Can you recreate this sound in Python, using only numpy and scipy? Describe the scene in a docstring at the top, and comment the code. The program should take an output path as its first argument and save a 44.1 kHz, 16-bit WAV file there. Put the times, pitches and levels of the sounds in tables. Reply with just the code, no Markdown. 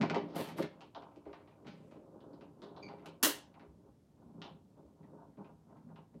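"""A roller press turned by hand

On a craft table, plates knock and scrape as they slide in, then the crank turns. Uneven slips
rumble through shell and table; blows tick, a bearing squeaks and the die snaps through once.
Random clicks drive ringing resonances, and the squeak is a few sines. A small dry room and a soft hum
surround it all; a phone picks it up with noise suppression, a soft hiss and a cut top."""
import sys
import numpy as np
from scipy import signal
from scipy.fft import rfft, irfft
from scipy.io import wavfile
from scipy.ndimage import uniform_filter1d

SR = 44100
rng = np.random.default_rng(int(sys.argv[2]) if len(sys.argv) > 2 else 0)


def transcribe(u):
    """Save the signal u as a 16-bit wav file named by the first command-line argument.

    u: samples, shape (n,) or (channels, n), limited to [-1, 1]; the rate is SR.
    q: integer samples, one column per channel.
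    """
    v = np.clip(np.atleast_2d(u).T, -1, 1)
    q = np.round(v * 32767).astype(np.int16)
    wavfile.write(sys.argv[1], SR, q)


N = 273420  # length in samples, 6.2 s


def hits():
    """Each blow makes a tick of its own colour and sets table, shell and plates ringing."""
    # Blows on plates and shell: t/s, tick level/dB, tick colour f/Hz, then thud, knock and edge level/dB
    # relative to the tick (all levels before the fixed trims below), chatter length/ms
    blow_table = [(0.0124, -36.5, 2070, -17, -10, -33.5, 36), (0.099, -33, 2040, 14, -13, -55, 13.3),
                  (0.146, -38, 1990, 14, 9, -55, 33), (0.3484, -65, 3770, 39, 6, -20, 14),
                  (0.4806, -51.5, 2200, -20, 13.5, -14, 41), (0.584, -47.5, 2200, 26, 20, -18, 14),
                  (0.6258, -41, 2000, 15.5, -13, -22, 21), (0.8078, -55, 2740, -9, 10.5, -19.5, 35),
                  (0.9487, -51, 3360, -6, 14.5, -39, 27), (1.0225, -60, 2500, 17, 0, -21, 19),
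                  (1.1152, -72.5, 2320, 11, 0, -22, 30), (1.1608, -65.5, 2490, 16, -2, -10, 26),
                  (1.255, -67.5, 2310, 16, 13, -24, 90), (1.3309, -55, 2160, -12, 15, -31, 28),
                  (1.4032, -69, 1990, -3, 17, -25, 33), (1.476, -64, 2320, -9, 12, -40, 48),
                  (1.6477, -67.5, 2040, 25.5, 15.5, -32, 65), (1.6697, -53.5, 2300, 12, -16, -20, 32),
                  (1.912, -67, 2410, 16, 15, -15, 61), (2.2063, -66, 3240, 0, -6, -19, 30),
                  (2.3334, -67.5, 4540, 1, 12, -29, 34), (2.4106, -61.5, 2640, 16, 15.5, -18, 35),
                  (2.6195, -57, 3680, 13, 14.5, -16.5, 48), (2.7646, -59.5, 3710, 0, 11, -37, 42),
                  (2.8874, -56, 2110, -5.5, 8.5, -38.5, 38), (2.986, -65.5, 2100, 7.5, -7, -30, 62),
                  (3.0594, -51.5, 2550, -4, -6, -13.5, 30), (3.542, -63, 2180, -2.5, 13, -36, 21),
                  (3.5968, -59.5, 1880, 12, -21, -38, 30.5), (4.418, -45.5, 3130, -6, 4.5, -48, 35),
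                  (4.7687, -78, 3380, 25, 13, -19, 27), (5.032, -69, 1820, 22, 9, -22, 30),
                  (5.3324, -79.5, 1840, 2, 13.5, -7, 26.6), (5.3726, -71.5, 2180, 37, 16.5, -16.5, 40),
                  (5.4459, -65, 2360, 11, 4, -29, 30), (5.6986, -75.5, 1920, 15, 2.5, -21.5, 23),
                  (5.7694, -72, 1920, 5, 14, -10.5, 28), (5.8894, -75, 1840, 16, 18, -18.5, 31),
                  (5.9595, -63.5, 2700, 1.5, 16, -33.5, 35), (6.1429, -70, 1840, 37, 7, -9.5, 19)]
    clack_hz, clack_width_hz, clack_db = 1456, 240, 8  # the plate stack clacks at every blow
    tick, edge, thud, knock = np.zeros((4, N))
    for s, db, hz, thud_db, knock_db, edge_db, length_ms in blow_table:
        blow = gain(db) * chatter(length_ms, per_s=2200, strike=13)
        coloured = gain(4) * band(blow, hz, hz / 4.1)
        clack = gain(clack_db) * band(blow, clack_hz, clack_width_hz)
        add(tick, s, coloured + gain(-6) * blow + clack)
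        add(edge, s, gain(edge_db) * blow)
        add(thud, s, gain(thud_db) * blow)
        add(knock, s, gain(knock_db) * blow)
    low = bodies(gain(-12) * thud, gain(-18) * thud, gain(-10) * knock, top_hz=1500)
    return steep(tick, 950, 4900) + gain(4) * steep(edge, 5500, 15000) + low


def snap():
    """Steel breaks through card: a dense crackle coloured by plates and shell, plus a jolt."""
    # The die cuts through, a single row: t/s, level/dB, chatter length/ms
    s, db, length_ms = (3.228, -5.5, 36.4)
    # Colour of the crackle: f/Hz, level/dB
    snap_colour = [(88, -50), (150, -27.5), (300, -1), (675, -27.5), (1000, -11.5), (2020, -13),
                   (2450, -21.5), (2850, -11.5), (3300, -16), (7620, -15.5), (15100, -14.5), (16000, -20.5)]
    size = 16384  # samples
    burst = chatter(length_ms, per_s=6000, strike=2.1, count=size)
    hz, colour_db = np.transpose(snap_colour)
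    bin_log_hz = np.log(np.arange(1, size // 2 + 2) * SR / size)
    log_gain = np.interp(bin_log_hz, np.log(hz), colour_db) * np.log(10) / 20
    # Fold the cepstrum (spectrum of the log gain) so that the colour follows the strike
    cepstrum = irfft(log_gain)
    cepstrum[1:size // 2] *= 2
    cepstrum[size // 2 + 1:] = 0
    coloured = irfft(rfft(burst) * np.exp(rfft(cepstrum)))
    crackle, jolt = np.zeros((2, N))
    add(crackle, s, gain(db) * coloured)
    add(jolt, s, gain(db) * burst)  # the same jolt shakes the whole press
    return crackle + bodies(gain(-53) * jolt, gain(-38.5) * jolt, gain(-41) * jolt, top_hz=2400)


def crank():
    """Shoved plates, then gears and rollers, judder into table and shell; the plates grind along."""
    # Changing rumble, plates shoved in at first, then the crank's uneven load: t/s,
    # rumble in the table level/dB, creak in the shell level/dB relative to the rumble
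    rumble_path = [(0.0, -29, -9), (0.08, -46, -6), (0.26, -48, -0.5), (0.32, -58, 6), (0.4, -44.5, -16),
                   (0.62, -57.5, 0), (0.93, -69, 0), (1.5, -73, 5.5), (1.7, -59, -3.5), (2.1, -64.5, 4.5),
                   (2.33, -57, 2.5), (2.55, -64.5, -5.5), (2.85, -54.5, -1.5), (3.15, -63.5, 1.5),
                   (3.5, -66.5, -3), (3.85, -62.5, -10.5), (4.0, -71, -18), (4.4, -53, -6),
                   (4.75, -67.5, -13), (5.08, -56.5, -9), (5.35, -64.5, -7.5), (5.5, -59.5, -8.5),
                   (5.61, -65.5, -20), (5.92, -52.5, -15.5), (6.06, -66.5, -16), (6.15, -60.5, -9.5),
                   (6.2, -64.5, -12)]
    # Shudders after a blow or as the crank lurches on: peak t/s, rise per 20 dB/ms, fall per 20 dB/ms,
    # shell level/dB, plates level/dB
    shudder_table = [(0.03, 39, 68, -34.5, -32.5), (0.105, 15, 100, -38, -36.5),
                     (0.155, 34, 70, -32, -33.5), (0.366, 39, 145, -36, -36), (0.598, 47, 45, -34.5, -44.5),
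                     (0.63, 20, 122, -45.5, -51), (0.829, 100, 74, -54, -53), (0.96, 20, 240, -53, -46.5),
                     (1.168, 22, 61, -54, -62.5), (1.259, 11, 156, -48.5, -54.5),
                     (1.34, 15, 300, -59.5, -62), (1.67, 180, 110, -52, -58),
                     (1.95, 160, 500, -53.5, -69.5), (2.23, 200, 88, -60, -61.5), (2.37, 55, 40, -64, -72),
                     (2.42, 23, 130, -52, -60), (2.638, 88, 95, -46.5, -57.5), (2.8, 220, 42, -52, -52),
                     (2.899, 54, 120, -51, -46.5), (3.068, 90, 78, -51.5, -50),
                     (3.24, 20.6, 77, -31, -32.5), (3.35, 50, 190, -60, -56), (3.571, 50, 133, -65, -55),
                     (3.63, 80, 170, -59, -63.5), (3.88, 150, 53, -59.5, -66.5),
                     (4.22, 136, 690, -63.5, -66), (4.45, 60, 115, -52.5, -51), (4.78, 40, 120, -58, -61.5),
                     (4.85, 85, 100, -57.5, -73), (5.0, 74, 250, -66, -65), (5.12, 60, 240, -56.5, -66),
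                     (5.23, 150, 74, -60.5, -54.5), (5.39, 30, 170, -57, -53.5),
                     (5.49, 100, 70, -60, -59.5), (5.72, 78, 150, -58, -56.5), (5.92, 71, 40, -57, -59),
                     (5.98, 30, 89, -60.5, -58), (6.15, 35, 68, -61.5, -63.5)]
    grind_db = -7  # grind of the plates under the creak, rising and falling with it
    rumble_db, creak_db, _ = columns(rumble_path)
    # Doubled decibels turn gains into powers, so that the shudders can be added to creak and grind
    creak_power = gain(2 * (rumble_db + creak_db))
    grind_power = gain(2 * (rumble_db + creak_db + grind_db))
    for s, rise_ms, fall_ms, shell_db, plates_db in shudder_table:
        shape = swell(s, rise_ms / 1000, fall_ms / 1000) ** 2
        creak_power = creak_power + gain(2 * shell_db) * shape
        grind_power = grind_power + gain(2 * plates_db) * shape
    judder = slips(per_s=320, spread_db=2.206)
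    grit = steep(slips(per_s=500, spread_db=4.4), 240, 1250)
    rumble = gain(rumble_db) * judder
    creak = np.sqrt(creak_power) * judder
    grind = np.sqrt(grind_power) * grit
    return bodies(rumble, creak, grind, top_hz=1250)


def slides():
    """Smooth plates rub over each other: fine dense grit with a brighter sheen."""
    # Slides: start t/s, hold/s, release per 20 dB/s, level/dB, sheen level/dB relative to the rub
    slide_table = [(0.348, 0.052, 0.135, -49, -4), (0.567, 0.011, 0.093, -54, -4.5),
                   (0.274, .05, 0.33, -69.5, -30), (0.609, 0.0064, 0.01, -59, -20),
                   (1.657, 0.015, 0.19, -65.5, -31), (1.744, 0.13, 0.43, -84.5, 8)]
    attack_s = 0.011  # per 20 dB
    grit = slips(per_s=5000, spread_db=7)
    rub = unit(steep(grit, 990, 4940))
    sheen = unit(steep(grit, 3600, 15000))
    out = np.zeros(N)
    for s, hold_s, release_s, db, sheen_db in slide_table:
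        shape = swell(s + attack_s, attack_s, release_s, hold_s)
        out += gain(db) * shape * (rub + gain(sheen_db) * sheen)
    return out


def squeak():
    """A dry bearing sings at a shaky, falling pitch, catching as it turns."""
    # Path of the squeak: t/s, pitch f/Hz, level/dB
    squeak_path = [(2.822, 2450, -82.5), (2.829, 2400, -54.5), (2.85, 2340, -63.5), (2.88, 2296, -65.5),
                   (2.94, 2180, -94)]
    # Sines that make up its tone: multiple of the pitch, level/dB
    overtones = [(1, 1), (1.97, -1), (2.76, -15.5)]
    hz, db, on = columns(squeak_path)
    shake, catch = (unit(uniform_filter1d(rng.standard_normal(N), size=150)) for _ in range(2))
    phase = 2 * np.pi * np.cumsum(hz * (1 + 0.03 * shake)) / SR
    tone = sum(gain(overtone_db) * np.sin(k * phase) for k, overtone_db in overtones)
    return on * gain(db + 3.3 * catch) * tone


def bumps():
    """The table legs rock: slow soft pushes set off the table's lowest swing, which dies away."""
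    # Rocking of the legs: t/s, level/dB before the onset and decay below
    bump_table = [(1.265, -57), (3.679, -51), (3.88, -61.5), (4.249, -57.5), (4.849, -54), (6.149, -59)]
    swing_hz, t60_s, onset_s = 67, .25, 0.0036  # t60 is the time to fall by 60 dB
    out, t = np.zeros(N), np.arange(SR // 2) / SR
    swing = (1 - np.exp(-t / onset_s)) * np.sin(2 * np.pi * swing_hz * t)
    for s, db in bump_table:
        add(out, s, gain(db - 60 * t / t60_s) * swing)
    return out


def bodies(thud, creak, knock, top_hz):
    """Pushes on table, shell and plates ring their resonances; soft contacts keep the treble out."""
    # Resonances of table top, plastic shell and plates, each: f/Hz, width/Hz, level/dB
    table_modes = [(109.9, 30, -13), (162, 9.8, 3), (190, 22, -3.5), (225.4, 18, 1)]
    shell_modes = [(293.7, 25, -0.5), (357, 35, -3), (408.6, 18, 0), (480, 90, -9.5), (538, 27, -2),
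                   (620, 38, -8.5)]
    plate_modes = [(681.6, 50, 0.5), (813.5, 30, 0.5), (861, 47, -2.5), (922, 50, 1.5), (1067.6, 60, -1.5),
                   (1200, 120, -4.5), (1516, 270, -1), (1800, 600, -16.5)]
    table = steep(ring(thud, table_modes), 51, 460)
    shell = steep(ring(creak, shell_modes), 120, 720)
    plates = steep(ring(knock, plate_modes), 270, top_hz)
    return table + shell + plates


def ring(x, modes):
    """A body answers with its resonances, scaled so that noise roughly keeps its level."""
    out, power = 0, 0
    for k, (hz, width, db) in enumerate(modes):
        out = out + (-1) ** k * gain(db) * band(x, hz, width)  # neighbours have opposite signs
        power += gain(2 * db) * np.pi * width / SR
    return out / np.sqrt(power)


def chatter(length_ms, per_s, strike, count=8192):
    """One contact: a first strike, then a dying run of smaller slips."""
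    t_ms = 1000 * np.arange(count) / SR
    bite = 1 - np.exp(-t_ms / 1.3)  # the slips take about 1.3 ms to set in
    decay = np.exp(-(t_ms / max(length_ms, 2)) ** 1.1)
    burst = slips(per_s, spread_db=1.8, count=count) * decay * bite
    burst[0] = strike
    return burst


def slips(per_s, spread_db, count=N):
    """Surfaces that stick and slip: random clicks of uneven size and sign, overall level (rms) 1."""
    when, size, sign = rng.random((count, 3)).T
    size_db = np.minimum(-spread_db * np.log(1 - size), 12)
    clicks = (when < per_s / SR) * gain(size_db) * np.sign(sign - .5)
    return unit(clicks + 1e-9)  # the tiny offset avoids dividing by zero


def swell(peak_s, rise_s, fall_s, hold_s=0):
    """Gain that climbs 20 dB in every rise_s up to 1, holds, and drops 20 dB in every fall_s."""
    t = np.arange(N) / SR - peak_s
    steps_down = np.maximum(-t / rise_s, (t - hold_s) / fall_s)
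    return gain(-20 * np.maximum(steps_down, 0))


def band(x, hz, width):
    """Two-pole resonance with gain 1 at its centre, like a body that favours one pitch."""
    return signal.lfilter(*signal.iirpeak(min(hz, .45 * SR), hz / width, fs=SR), x)


def steep(x, low_hz, high_hz):
    """Keep one frequency band, with a steep fall on both sides."""
    return signal.sosfilt(signal.butter(3, [low_hz, high_hz], "band", fs=SR, output="sos"), x)


def gain(db):
    """Turn decibels into a factor."""
    return 10 ** (np.asarray(db) / 20)


def unit(x):
    """Scale a signal to an overall level (rms) of 1."""
    return x / np.sqrt(np.mean(x ** 2))


def columns(table):
    """Table columns drawn out sample by sample, and a gate that is 1 while the table lasts."""
    s, *rest = np.transpose(table)
    t = np.arange(N) / SR
    return [np.interp(t, s, c) for c in rest] + [(t >= s[0]) & (t <= s[-1])]


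def add(track, s, x):
    """Mix x into the track from s seconds on, cut off at the track's end."""
    i = int(s * SR)
    track[i:i + len(x)] += x[:N - i]


def room(x):
    """Direct sound, then a diffuse noise tail that dies faster in the treble."""
    # Bands of the tail: f/Hz, time to fall by 60 dB/s, level/dB
    room_bands = [(302.3, .3, 8), (1000, 0.34, -6), (2570, 0.32, 18), (8000, 0.28, -11.5),
                  (13000, 0.14, -15)]
    tail_db, gap_s = -11, .004
    t = np.arange(SR // 2) / SR
    noise = rng.standard_normal(len(t))
    tail = sum(gain(db - 60 * t / t60) * band(noise, hz, 1.3 * hz) for hz, t60, db in room_bands)
    tail = tail * (t > gap_s)
    tail = tail / np.sqrt(np.sum(tail ** 2))
    return x + gain(tail_db) * signal.fftconvolve(x, tail)[:N]


def low_hum():
    """A steady low hum: noise passed through two broad low resonances."""
    noise = rng.standard_normal(N)
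    return gain(-66.5) * unit(band(band(noise, 99, 150), 150, 450))


def suppress(x):
    """Noise suppressor: bands whose smoothed level sinks under the threshold are pulled down."""
    # Suppressor threshold: f/Hz, level/dB
    threshold_table = [(100, -89), (1000, -75.5), (2000, -80.5), (6000, -77.5), (16000, -61.5)]
    hz, _, z = signal.stft(x, SR, nperseg=512)
    across_bands = uniform_filter1d(np.abs(z) ** 2, size=9, axis=-2)
    power = uniform_filter1d(across_bands, size=3, axis=-1) * 256  # also smoothed over time
    edge_hz, edge_db = np.transpose(threshold_table)
    threshold = gain(2 * np.interp(np.log(hz + 1), np.log(edge_hz), edge_db))[:, None]
    return signal.istft(z * power / (power + threshold), SR)[1][..., :N]


def scene():
    """The press and its table sound in the room, over a low hum."""
    press = hits() + snap() + crank() + slides() + squeak() + bumps()
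    return (room(press) + low_hum())[None]


def record(dry):
    """The microphone loses deep bass, faint sound is suppressed, electronics hiss, the top is cut."""
    no_bass = signal.sosfilt(signal.butter(3, 60, "high", fs=SR, output="sos"), dry)
    hiss = gain(-80.5) * band(rng.standard_normal(N), 1300, 7000)
    heard = suppress(no_bass) + hiss
    return signal.sosfilt(signal.ellip(10, .2, 50, 16000, fs=SR, output="sos"), heard)


dry = scene()
out = record(dry)
transcribe(out)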